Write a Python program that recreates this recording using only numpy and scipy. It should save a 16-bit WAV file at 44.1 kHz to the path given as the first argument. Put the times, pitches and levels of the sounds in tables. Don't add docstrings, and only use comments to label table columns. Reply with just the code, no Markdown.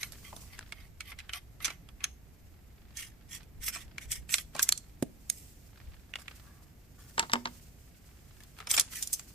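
import sys
import numpy as np
from scipy import signal
from scipy.fft import rfft, irfft, next_fast_len
from scipy.io import wavfile
from scipy.ndimage import uniform_filter1d, map_coordinates

SR = 44100
rng = np.random.default_rng(int(sys.argv[2]) if len(sys.argv) > 2 else 0)


def to_wav(sig):
    pcm = np.clip(np.atleast_2d(sig), -1, 1) * 32767
    pcm = np.round(pcm).astype(np.int16)
    wavfile.write(sys.argv[1], SR, pcm.T)


N = 411894
TIME_S = np.arange(N) / SR

# low limit in Hz, high limit in Hz.
BANDS_HZ = [(300, 1200), (1200, 4000), (4000, 9000), (9000, 16000)]
# start in seconds, level in dB,
# sheen over ring in dB, knock over level in dB, left over right in dB, t60 in seconds, main mode in Hz.
CLICK_EVENTS = [(0.0301, -25.5, -3.5, -25, -2.5, 0.0354, 2217), (0.1193, -43, 7.5, -9, -8.5, 0.0596, 11350),
                (0.3272, -50.5, -11.5, 13.5, 2, 0.044, 854), (0.3637, -41, 13.5, 1.5, -1.5, 0.029, 11180),
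                (0.5907, -30.5, -0.5, -10, 2.5, 0.0117, 1604),
                (0.6079, -47, -13.5, -6.5, -1.5, 0.0405, 1483),
                (0.722, -32.5, -6, -13.5, -2.5, 0.0349, 2210), (1.005, -31, -6.5, -29, -1.5, 0.0408, 2265),
                (1.1164, -38, -17.5, -10, 1, .06, 2084), (1.1871, -36.5, -6, -32.5, 0, 0.046, 2053),
                (1.2007, -40, -12.5, -36, 1.5, .045, 2524), (1.2923, -33.5, -17.5, -20, -1, 0.0447, 3055),
                (1.3324, -28.5, -5, -20, -1, 0.0592, 3096), (1.602, -43.5, -13.5, -11, -0.5, 0.057, 1290),
                (1.6444, -23, -1.5, -20, 1.5, 0.044, 6050), (1.65, -21.5, 3, -24, -5.5, 0.0303, 6137),
                (1.6532, -25.5, -1.5, -19.5, -2, 0.0706, 5906), (1.679, -30.5, -13, -8.5, 0, 0.0432, 1360),
                (1.7029, -33.5, -12, -11.5, -1, 0.04, 2292), (1.8876, -47, -7.5, -8.5, -4, 0.036, 3380),
                (2.0044, -45.5, -17, -22, -5, 0.052, 2543), (2.04, -19.5, -2.5, -28, -0.5, 0.03516, 6394),
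                (2.9691, -35, 16.5, -40.5, -6, 0.0637, 6280), (3.4299, -54, 4.5, -11.5, -4, 0.046, 2490),
                (3.6791, -29.5, -21.5, -19, 1, 0.059, 5078), (3.7574, -34.5, -20, -6, 0.5, 0.0538, 8140),
                (3.9809, -29.5, -8.5, -20, 1.5, 0.02875, 2192),
                (4.1143, -26, 28.5, -37.5, -1.5, 0.086, 8105),
                (4.2907, -36.5, -10.5, -19, 0.5, 0.053, 8400), (4.34, -12.5, -1, -20, 0, 0.0269, 8000),
                (4.3817, -26.5, 1, -19, 0.5, 0.04, 3316), (4.5485, -39.5, 0.5, 7, -0.5, 0.0663, 1070),
                (4.5624, -38, 6.5, -4.5, -2.5, .05, 2335), (4.5927, -20, 1.5, -11.5, -1, 0.0374, 1596),
                (4.6261, -17, 27.5, -41.5, 0.5, 0.0573, 13200), (4.69, -11, 13.5, -21.5, -2, .017, 7305),
                (4.723, -12.5, 8, -21.5, -0.5, 0.01697, 4333), (4.775, -32, 16.5, -33.5, -1, 0.0383, 8280),
                (5.2994, -14.5, 14.5, -55, -4.5, 0.01286, 6533),
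                (6.1373, -30.5, -20, -19, -3.5, 0.02044, 2822),
                (6.156, -28, -14.5, -12.5, 0.5, 0.026, 2856), (6.1851, -49, -5.5, 0.5, -2.5, 0.053, 2855),
                (6.2805, -29, -19.5, -30.5, -1, 0.0202, 2546), (8.4031, -49, -1.5, -9.5, 0.5, .05, 1728),
                (8.4343, -47.5, 5.5, -7.5, 7, 0.034, 12050), (8.587, -40, -8, -8.5, -1, 0.0258, 1325),
                (8.6011, -38.5, -12.5, -6, 2, 0.053, 1300), (8.626, -43.5, -21, -11.5, -1.5, 0.0122, 1350),
                (8.6702, -32.5, -2.5, -5.5, 0.5, 0.0426, 5290), (8.712, -15.5, 19.5, -19, 3.5, 0.037, 8210),
                (8.7397, -24.5, -5, -11.5, 1, 0.047, 3174), (8.7638, -24, 11.5, -12, 1.5, 0.074, 7030),
                (8.7764, -17.5, -8.5, -22, -2, 0.0317, 5474), (8.7796, -18, -0.5, -11.5, 4, .048, 8320),
                (8.796, -12, 16, -47, -1.5, 0.0377, 10830), (8.8084, -23.5, 15.5, -12, 1.5, 0.0412, 10060),
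                (9.0234, -26, 20, -35, 0.5, 0.067, 7040), (9.072, -30.5, 27, -30, 0.5, 0.0397, 7130),
                (9.1292, -25, 34, -32.5, -6.5, 0.0334, 8200), (9.135, -26.5, 32, -31.5, 6.5, 0.071, 6300),
                (9.1942, -35.5, 0, -10.5, -0.5, 0.0331, 7520)]
# start in seconds, level in dB, knock over level in dB,
# sheen over level in dB, t60 in seconds.
TABLE_BLOWS = [(7.1788, -22.5, -5, -12.5, 0.0457), (7.194, -16, -12.5, -6, 0.0384),
               (7.226, -34, -0.5, -7, 0.0715), (7.2963, -34, -8, -14.5, 0.0313),
               (7.317, -34.5, -19, -1.5, 0.029), (7.3336, -14.5, -4, -8, 0.0278),
               (7.355, -26.5, -0.5, -15.5, 0.0316), (7.4548, -25, -5, -11.5, 0.043),
               (7.4711, -38.5, -6, -3, 0.042)]
# frequency in Hz, level in dB, t60 in seconds.
WOOD_MODES = [(240.45, -8, 0.24), (314.7, -24.5, 0.174), (385.8, -20, 0.21), (473, -37, 0.062),
              (660, -21.5, 0.048), (917.7, 2.5, 0.0827), (1220, -14, 0.039), (1960, -24.5, .03),
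              (3040, -24.5, 0.032)]
# start in seconds, level in dB, pitch in Hz, t60 in seconds.
GUN_BUMPS = [(5.0256, -14, 275, 0.0183), (5.0325, -29, 192, 0.031)]
# peak time, 20 dB rise and 20 dB fall in seconds, level in dB,
# tilt in dB per octave, left over right in dB.
CAP_TURNS = [(.02, 0.0306, 0.0647, -44.5, 5.5, 0), (.27, 0.043, 0.058, -53.5, 3.5, -2.5),
             (.545, 0.055, 0.0385, -53.5, 2, 0), (.82, 0.099, 0.061, -56, 1.5, -2),
             (1.10, 0.071, 0.042, -49, 3.5, -2.5), (1.195, 0.0238, 0.019, -53, 0.5, -5.5),
             (1.36, 0.0386, 0.0351, -40.5, 3, 0), (1.63, 0.0238, 0.046, -43.5, 4.5, -3.5),
             (1.675, 0.0183, 0.088, -46.5, 1, -2), (2.03, 0.033, 0.065, -54.5, -3, 9.5)]
STEEL_SLIDES = [(2.99, 0.038, 0.1097, -41, -1, 0), (3.345, 0.053, 0.0482, -42.5, 0, -1.5),
                (3.635, 0.0289, 0.025, -45, -2, -2), (3.675, 0.05, 0.0365, -32.5, 2, -0.5),
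                (3.745, 0.0304, 0.0604, -41, -1.5, -1), (3.81, 0.0216, 0.0456, -48.5, -3, -1.5),
                (4.03, 0.031, 0.0362, -48, -2, 0.5), (4.122, 0.0203, 0.0153, -34, 0, 3),
                (4.15, 0.0622, 0.0486, -42, 0, -0.5), (4.333, 0.0402, 0.043, -32, 2.5, -3.5),
                (4.385, 0.058, 0.0475, -41, 1.5, 0.5), (4.61, 0.0216, 0.0127, -41.5, 0.5, 5.5),
                (4.631, 0.014, 0.01, -25, 7, 1.5), (4.675, 0.015, 0.0083, -47, -0.5, 4),
                (5.325, 0.0174, 0.22, -54, 4, 1), (8.707, 0.018, 0.0232, -32.5, 2.5, 2),
                (8.742, 0.0272, 0.0261, -28, 3.5, 4), (8.975, 0.0745, 0.073, -41, 2, 0.5),
                (9.032, 0.0166, 0.009, -38.5, 6, -8.5), (9.137, 0.0126, 0.0164, -28.5, 9.5, 0.5)]
FORE_END_RUBS = [(.34, 0.0135, 0.23, -65.5, -10.5, -5), (6.22, 0.061, 0.0154, -54, 8, -2),
                 (6.5, 0.144, 0.213, -65.5, 0, 1), (7.0, 0.023, 0.172, -56.5, 8.5, 3),
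                 (8.63, 0.047, 0.044, -57, 0, 4)]
# frequency in Hz, width in Hz, level in dB.
GUN_MODES = [(672.4, 39, -1.5), (1154.4, 31, 7), (1345, 120, 3), (1573, 240, -2), (1732, 140, -10.5),
             (2255, 350, -4.5), (2574, 130, -2.5), (2930, 110, -11), (2770, 120, -5), (3437, 140, 1),
             (4117, 350, -2.5), (4984, 420, -4.5), (5679, 58, 1), (5890, 85, -4.5), (6402, 397, -3),
             (7470, 280, 2.5), (8760, 370, -3.5), (9133, 230, -0.5), (10956, 516, 2.5)]
CAP_MODES = [(1138, 31, 6.5), (1534, 47, -16), (2042, 74, -4.5), (3156, 112, -1), (4820, 120, -17),
             (5190, 35, -27.5), (6090, 47, 1), (6920, 54, -19.5), (7590, 30, -18.5), (9310, 184, 4),
             (10100, 65, -21.5), (11800, 305, 12.5)]
SLIDE_MODES = [(2030, 260, -13), (3344, 180, 0.5), (4820, 50, -17.5), (5400, 40, -13.5), (5820, 46, -14.5),
               (6010, 27, -1), (6160, 92, 0), (7100, 270, -4.5), (7500, 91, -0.5), (8010, 340, 0.5),
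               (9390, 78, -5), (10600, 27, -9.5), (11100, 120, 7.5), (12095, 340, 5), (12500, 100, -12.5),
               (12500, 100, -10)]
# frequency in Hz, level in dB.
CLACK_SPECTRUM = [(800, 2), (1250, 14), (2000, 6.5), (2400, -2), (3100, 2), (4400, 1.5), (5500, -1.5),
                  (6600, 1), (7900, 8.5), (9300, -6.5), (13000, -9)]
THREAD_SPECTRUM = [(410, -60.5), (700, -5), (984, -14.5), (1150, -10), (1870, -5.5), (2100, 2), (2770, -7),
                   (3690, -11), (6150, -16.5), (6650, -28.5), (8310, -22), (9350, -23), (12500, -32.5),
                   (15400, -46.5), (16000, -62)]
TUBE_SPECTRUM = [(410, -61), (700, -32.5), (1120, -14.5), (1280, -9), (1680, -12), (1840, 1), (3370, -5.5),
                 (3790, -7.5), (4730, -6.5), (5190, -1), (6650, -4), (8100, -3.5), (14600, -11.5),
                 (15400, -11.5), (16000, -38)]
CLOTH_SPECTRUM = [(1470, -20.5), (2500, -4.5), (3720, -8), (4800, -2.5), (8400, -1.5), (9360, -6.5),
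                  (14700, -3), (15600, -14), (16000, -38.5)]
AIR_SPECTRUM = [(12, -35), (20, -6.5), (44, 0), (68, -2.5), (198, -13), (527, -23.5), (718, -22.5),
                (1030, -29.5), (2140, -28.5), (3250, -35), (7520, -39), (9950, -47), (11800, -29),
                (14700, -44.5), (16000, -53.5)]
# peak time, 20 dB rise and 20 dB fall in seconds, level in dB.
SLEEVE_BRUSHES = [(.42, 1.83, 0.39, -55.5), (4.56, 0.125, 0.565, -60.5), (5.38, 0.47, 0.94, -60.5),
                  (6.37, .35, 0.46, -61.5), (7.18, 0.313, 0.44, -58), (7.53, 0.3, 0.67, -59.5),
                  (8.6, 2.33, 0.36, -63.5), (8.94, 0.047, 0.558, -46)]
GRIP_SHIFTS = [(.03, 0.081, 0.58, -58), (.57, 0.108, 0.234, -58), (1.25, 0.105, 0.062, -57.5),
               (1.9, 0.56, 0.096, -68.5), (2.96, 0.75, 0.71, -68), (3.43, 0.275, 0.063, -64),
               (3.82, .05, 0.83, -64.5), (4.58, 0.047, 0.203, -45.5), (5.85, 0.32, 0.48, -62.5),
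               (6.32, 0.28, 0.304, -58.5), (7.52, .08, 0.196, -62.5), (8.35, 1, 0.78, -66),
               (8.79, 0.188, 0.098, -45.5), (8.92, 0.063, 0.446, -54.5)]
# peak time in seconds, level in dB.
WIND_PUFFS = [(3.6, -41), (3.85, -46), (4.08, -43), (4.2, -42), (4.45, -46.5), (5.891, -41), (6.47, -53),
              (8.35, -55)]
# time in seconds, level in dB.
RUMBLE_LEVELS = [(0.0, -59), (0.31, -58.5), (1.27, -71), (1.58, -59), (2.55, -65), (3.95, -58), (5.77, -62),
                 (7.28, -60.5), (7.41, -57.5), (8.01, -64), (8.82, -61.5), (9.34, -60)]
# frequency in Hz, level in dB.
HUM_TONES = [(56.6, -59), (85, -63.5)]
# frequency in Hz, t60 in seconds.
YARD_DECAY = [(200, 0.32), (1500, 0.192), (7000, 0.2964), (15000, 0.222)]
# frequency in Hz, left-right correlation.
COHERENCE = [(100, 1), (1000, 0.67), (2500, 0.39), (6000, 0.1), (14000, 0.11)]
# frequency in Hz, left over right in dB.
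PORT_BALANCE = [(60, -1.16), (400, -1.5), (1200, 0.5), (3000, -1.98), (6000, -1), (9000, -5.5),
                (13000, -0.5)]

LEAD_IN_S = 0.008
BAND_LIMIT_HZ = 15500


def clicks():
    out, t = np.zeros((2, N)), np.arange(SR // 6) / SR
    for start_s, db, bright_db, weight_db, pan_db, t60_s, main_hz in CLICK_EVENTS:
        knock_db = db + weight_db
        ring_db = db - 10 * np.log10(1 + amp(bright_db) ** 2)
        sheen_db = ring_db + bright_db
        edge_db = sheen_db - 7 + 0.093 * bright_db
        rise_s = 0.053 * t60_s
        hit = contact((knock_db, ring_db, sheen_db, edge_db), t60_s, rise_s,
                      lambda hz: resonant_db(hz, GUN_MODES), COHERENCE,
                      snap_db=1, bass_db=-4.5, lead_in_db=-19, ripple_db=3)
        phase_rad = rng.standard_normal((2, 1)) * main_hz / 9000
        phase_rad = phase_rad + 0.55 * wobble(160, len(t))
        ping_db = db - 2 - 1.5 * np.log2(t60_s / 0.04)
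        ping = np.sin(2 * np.pi * main_hz * t + phase_rad)
        ping *= decay(t, ping_db, 0.834 * t60_s) * onset(t, 0.00051)
        colour = [(500, knock_db - 15), (1500, ring_db), (6000, sheen_db - 3), (13000, edge_db - 6)]
        modes = ripple(2.5)
        tail = noise(lambda hz: along(colour, hz) + resonant_db(hz, GUN_MODES) + along(modes, hz),
                     size=len(t))
        tail *= decay(t, max(ring_db, sheen_db) - 31.5, 0.0746)
        add(out, start_s - LEAD_IN_S, amp(-3.5) * hit, pan_db)
        add(out, start_s + rise_s / 2, ping + tail, pan_db)
    return out


def table_clatter():
    out, t = np.zeros((2, N)), np.arange(SR // 3) / SR
    rise_s, pan_db, full_blow_db = 0.0016, 0.1, -14.5
    frame_spectrum = [(150, -18.5), (320, 5), (750, 0.5), (1400, -19), (3000, -19), (9000, -50)]
    for start_s, db, weight_db, sheen_over_db, t60_s in TABLE_BLOWS:
        knock_db, sheen_db = db + weight_db, db + sheen_over_db
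        edge_db = sheen_db - 0.5 + 2.8 * (db - full_blow_db)
        hit = contact((knock_db, db, sheen_db, edge_db), t60_s, rise_s,
                      lambda hz: along(CLACK_SPECTRUM, hz), [(1000, 0.878), (10000, 0.63)],
                      snap_db=15, bass_db=-7, lead_in_db=-22, ripple_db=-0.5)
        top = sum(decay(t, mode_db + rng.normal(0, 2.9), mode_t60_s) * np.sin(2 * np.pi * hz * t)
                  for hz, mode_db, mode_t60_s in WOOD_MODES)
        frame = noise(frame_spectrum, size=len(t)) * decay(t, knock_db - 21, 0.198) * onset(t, 0.0022)
        add(out, start_s - LEAD_IN_S, amp(-2.5) * hit, pan_db)
        add(out, start_s, frame, pan_db)
        add(out, start_s + rise_s / 2, amp(knock_db - 8.5) * top, pan_db)
    return np.array([out[0], np.roll(out[1], 11)])


def gun_bump():
    out, t = np.zeros((2, N)), np.arange(SR // 6) / SR
    thud_spectrum = [(60, -19.5), (130, -1), (350, 2.5), (700, 2), (950, -24.5), (3000, -48)]
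    tick_spectrum = [(500, -28.5), (1700, 1), (4000, -4), (9000, 2.5), (15000, -7.5)]
    for start_s, db, hz, t60_s in GUN_BUMPS:
        push = -np.sin(2 * np.pi * hz * t) * decay(t, 0, t60_s)
        thud = noise(thud_spectrum, size=len(t)) * decay(t, -4.5, 0.0233) * onset(t, 0.00223)
        tick = noise(tick_spectrum, size=len(t)) * decay(t, db - 8, 0.02235) * onset(t, 0.00343) ** 2
        add(out, start_s, amp(db + 0.5) * (push + thud))
        add(out, start_s - 0.003, tick)
    return signal.sosfilt(signal.butter(2, 75, "high", fs=SR, output="sos"), out)


def steel_slides():
    lowest_tube_mode = (2000, 650, -10.5)
    coherence = [(1000, 1), (3000, 0.37), (9000, 0.087)]
    return friction(STEEL_SLIDES, TUBE_SPECTRUM, [*SLIDE_MODES, lowest_tube_mode],
                    mode_gain=3.2, slip_hz=1100.6, rough_db=2, coherence=coherence)


def cap_turns():
    return friction(CAP_TURNS, THREAD_SPECTRUM, CAP_MODES, mode_gain=7.5, slip_hz=881.3, rough_db=2)


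def fore_end_rubs():
    spectrum = [(200, -27), (700, 1), (1200, 5.5), (1700, 4), (2600, -12), (5000, -12), (14000, -31)]
    return friction(FORE_END_RUBS, spectrum, GUN_MODES, mode_gain=0.42, slip_hz=400, rough_db=-3)


def contact(bands_db, t60_s, rise_s, body_db, coherence, snap_db, bass_db, lead_in_db, ripple_db):
    t = np.arange(SR // 6) / SR - LEAD_IN_S
    densities = [(np.sqrt(lo * hi), db - 10 * np.log10(hi - lo))
                 for (lo, hi), db in zip(BANDS_HZ, bands_db)]
    knock_db, ring_db, _, edge_db = [db for _, db in densities]
    spectrum = [(60, knock_db - 25), (250, knock_db + bass_db), (950, knock_db),
                (1300, 0.3495 * knock_db + 0.7267 * ring_db), *densities[1:], (16000, edge_db - 6)]
    modes = ripple(ripple_db)
    ring = noise(lambda hz: along(spectrum, hz) + body_db(hz) + along(modes, hz), coherence, len(t))
    low = filtered(ring, lambda hz: 1 / (1 + (hz / 2800) ** 4))
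    rise_s, t60_s = max(rise_s, 0.0003), max(t60_s, 0.006)
    age_s = np.maximum(t - rise_s, 0)
    lead_in = amp(lead_in_db) * onset(t + LEAD_IN_S, LEAD_IN_S) ** 2 * (t < rise_s)
    attack = onset(t, rise_s) ** 2 + lead_in
    snap = 1 + decay(age_s, snap_db, 0.0044)
    chatter = amp(2 * wobble(700, len(t)) * onset(age_s, 0.007))
    fade = decay(age_s, 0, t60_s)
    hit = attack * chatter * ((ring - low) * snap * fade + low * fade ** 0.729)
    energy = np.sum(amp(bands_db) ** 2) * SR * (t60_s / np.log(1e6) + rise_s / 5)
    return hit * np.sqrt(energy / np.sum(hit ** 2 / 2))


def friction(strokes, spectrum, modes, mode_gain, slip_hz, rough_db, coherence=COHERENCE):
    out, t = np.zeros((2, N)), np.arange(-SR // 5, SR // 3) / SR
    for peak_s, rise_s, fall_s, db, tilt_db_per_oct, pan_db in strokes:
        swell = amp(-20 * np.abs(np.where(t < 0, t / rise_s, t / fall_s)) ** 2.13)
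        slips = amp(rough_db * wobble(slip_hz, len(t)) + 2.2 * wobble(132.55, len(t)))
        favoured = ripple(3.2)

        def body(hz):
            tilt_db = tilt_db_per_oct * np.log2((hz + 100) / 5000)
            modes_db = resonant_db(hz, modes, mode_gain) + along(favoured, hz)
            return amp(along(spectrum, hz) + modes_db + tilt_db)

        force = slips * noise(np.zeros_like, coherence, len(t))
        scrape = unit(travelling_contact(filtered(force, body)))
        add(out, peak_s + t[0], amp(db) * swell * scrape, pan_db)
    return out


def travelling_contact(x):
    frames = signal.stft(x, nperseg=256)[2]
    drift = uniform_filter1d(rng.standard_normal(frames.shape[1:]), 2, axis=0)
    drift = uniform_filter1d(drift, 8, axis=1)
    return signal.istft(frames * amp(3 * unit(drift)), nperseg=256)[1][:, :x.shape[1]]


def sleeves():
    rustle = noise(CLOTH_SPECTRUM, [(3000, 0.06), (12000, 0.083)]) * unit(amp(2 * wobble(55)))
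    return swells(SLEEVE_BRUSHES, rest_db=-72.5) * rustle


def grip():
    slips_per_s = 25
    rub = noise([(300, -8.5), (800, -3.5), (1600, 2), (2600, -1), (5000, -5.5), (10000, -38.5)])
    slips = (rng.random(N) < slips_per_s / SR) * amp(2.9 * rng.standard_normal(N))
    ticks = signal.fftconvolve(slips, decay(TIME_S[:SR // 20], 0, 0.024))[:N]
    return swells(GRIP_SHIFTS, rest_db=-80.5) * rub * unit(0.255 + ticks)


def yard_echo(x):
    hz, t, frames = signal.stft(rng.standard_normal((2, SR // 2)), SR, nperseg=256)
    colour = amp(along([(200, 3), (2000, 0.5), (7000, -1.5), (14000, -3.5)], hz))[:, None]
    envelope = decay(t, 0, along(YARD_DECAY, hz)[:, None]) * onset(t, 0.004)
    tail = signal.istft(frames * colour * envelope, SR, nperseg=256)[1]
    return signal.fftconvolve(x, tail / np.linalg.norm(tail[0]), axes=1)[:, :N]


def wind():
    rise_s, fall_s = 0.101, 0.14
    puffs = [(peak_s, rise_s, fall_s, db) for peak_s, db in WIND_PUFFS]
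    spectrum = [(12, -6), (28, -7.5), (60, 2), (110, -13.5), (400, -57), (2000, -100)]
    buffet = noise(spectrum, coherence=[(50, 0.52)])
    return amp(-3.5) * swells(puffs, rest_db=-51.5 - 1.86 * TIME_S) * buffet


def outdoor_air():
    air = noise(AIR_SPECTRUM, coherence=[(50, 0.99), (200, 0.377), (1500, 0.12), (6000, 0.1)])
    rumble = noise([(40, -30.5), (110, 5.5), (250, -5), (500, -16), (1500, -35), (5000, -70.5)])
    rumble_db = np.interp(TIME_S, *np.transpose(RUMBLE_LEVELS))
    return amp(-58) * air + amp(rumble_db) * rumble


def far_hum():
    tones = sum(amp(db + 2.1 * wobble(18)) * np.sin(2 * np.pi * hz * TIME_S + 1.6 * wobble(2.8))
                for hz, db in HUM_TONES)
    return amp(-3.5) * np.sqrt(2) * tones


def amp(db):
    return 10 ** (np.asarray(db) / 20)


def unit(x):
    return x / np.sqrt(np.mean(x ** 2) + 1e-20)


def onset(t, rise_s):
    return np.clip(t / rise_s, 0, 1)


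def decay(t, start_db, t60_s):
    return amp(start_db - 60 * t / t60_s)


def swells(rows, rest_db):
    power = amp(rest_db) ** 2
    for peak_s, rise_s, fall_s, db in rows:
        span_s = np.where(TIME_S < peak_s, rise_s, fall_s)
        power = power + amp(db - 20 * np.abs(TIME_S - peak_s) / span_s) ** 2
    return np.sqrt(power)


def along(points, hz):
    knots_hz, values = np.transpose(points)
    return np.interp(np.log(hz + 1), np.log(knots_hz + 1), values)


def resonant_db(hz, modes, gain=6):
    power = sum(amp(db) ** 2 / (1 + ((hz - mode_hz) / (width_hz / 2)) ** 2)
                for mode_hz, width_hz, db in modes)
    return 10 * np.log10(1 + gain * power)


def ripple(depth_db):
    hz = np.linspace(14, 127, num=130) ** 2
    return np.transpose([hz, depth_db * rng.standard_normal(len(hz))])


def wobble(rate_hz, size=N):
    knots = rng.standard_normal(int(size * rate_hz / SR) + 4)
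    return map_coordinates(knots, [np.arange(size) * rate_hz / SR])


def filtered(x, response):
    size = x.shape[-1]
    padded = next_fast_len(size + 4096)
    return irfft(rfft(x, padded) * response(np.fft.rfftfreq(padded, 1 / SR)), padded)[..., :size]


def noise(spectrum, coherence=COHERENCE, size=N):
    def mid_side_gain(hz):
        db = spectrum(hz) if callable(spectrum) else along(spectrum, hz)
        width_rad = np.arccos(np.clip(along(coherence, hz), -1, 1)) / 2
        return amp(db) * [np.cos(width_rad), np.sin(width_rad)]

    mid, side = filtered(rng.standard_normal((2, size)), mid_side_gain)
    return unit(np.array([mid + side, mid - side]))


def add(track, start_s, sound, pan_db=0):
    start = round(start_s * SR)
    panned = sound * amp([[pan_db / 2], [-pan_db / 2]])
    part = panned[:, max(-start, 0):N - start]
    track[:, max(start, 0):][:, :part.shape[1]] += part


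def scene():
    scrapes = cap_turns() + steel_slides() + fore_end_rubs()
    work = clicks() + table_clatter() + gun_bump() + scrapes
    return work + amp(-20.5) * yard_echo(work) + sleeves() + grip() + outdoor_air() + wind() + far_hum()


def record(dry):
    coloured = filtered(dry, lambda hz: amp(along(PORT_BALANCE, hz) * np.array([[0.5], [-0.5]])))
    return filtered(coloured, lambda hz: np.clip((BAND_LIMIT_HZ - hz) / 500 + 0.5, 0, 1))


dry = scene()
out = record(dry)
to_wav(out)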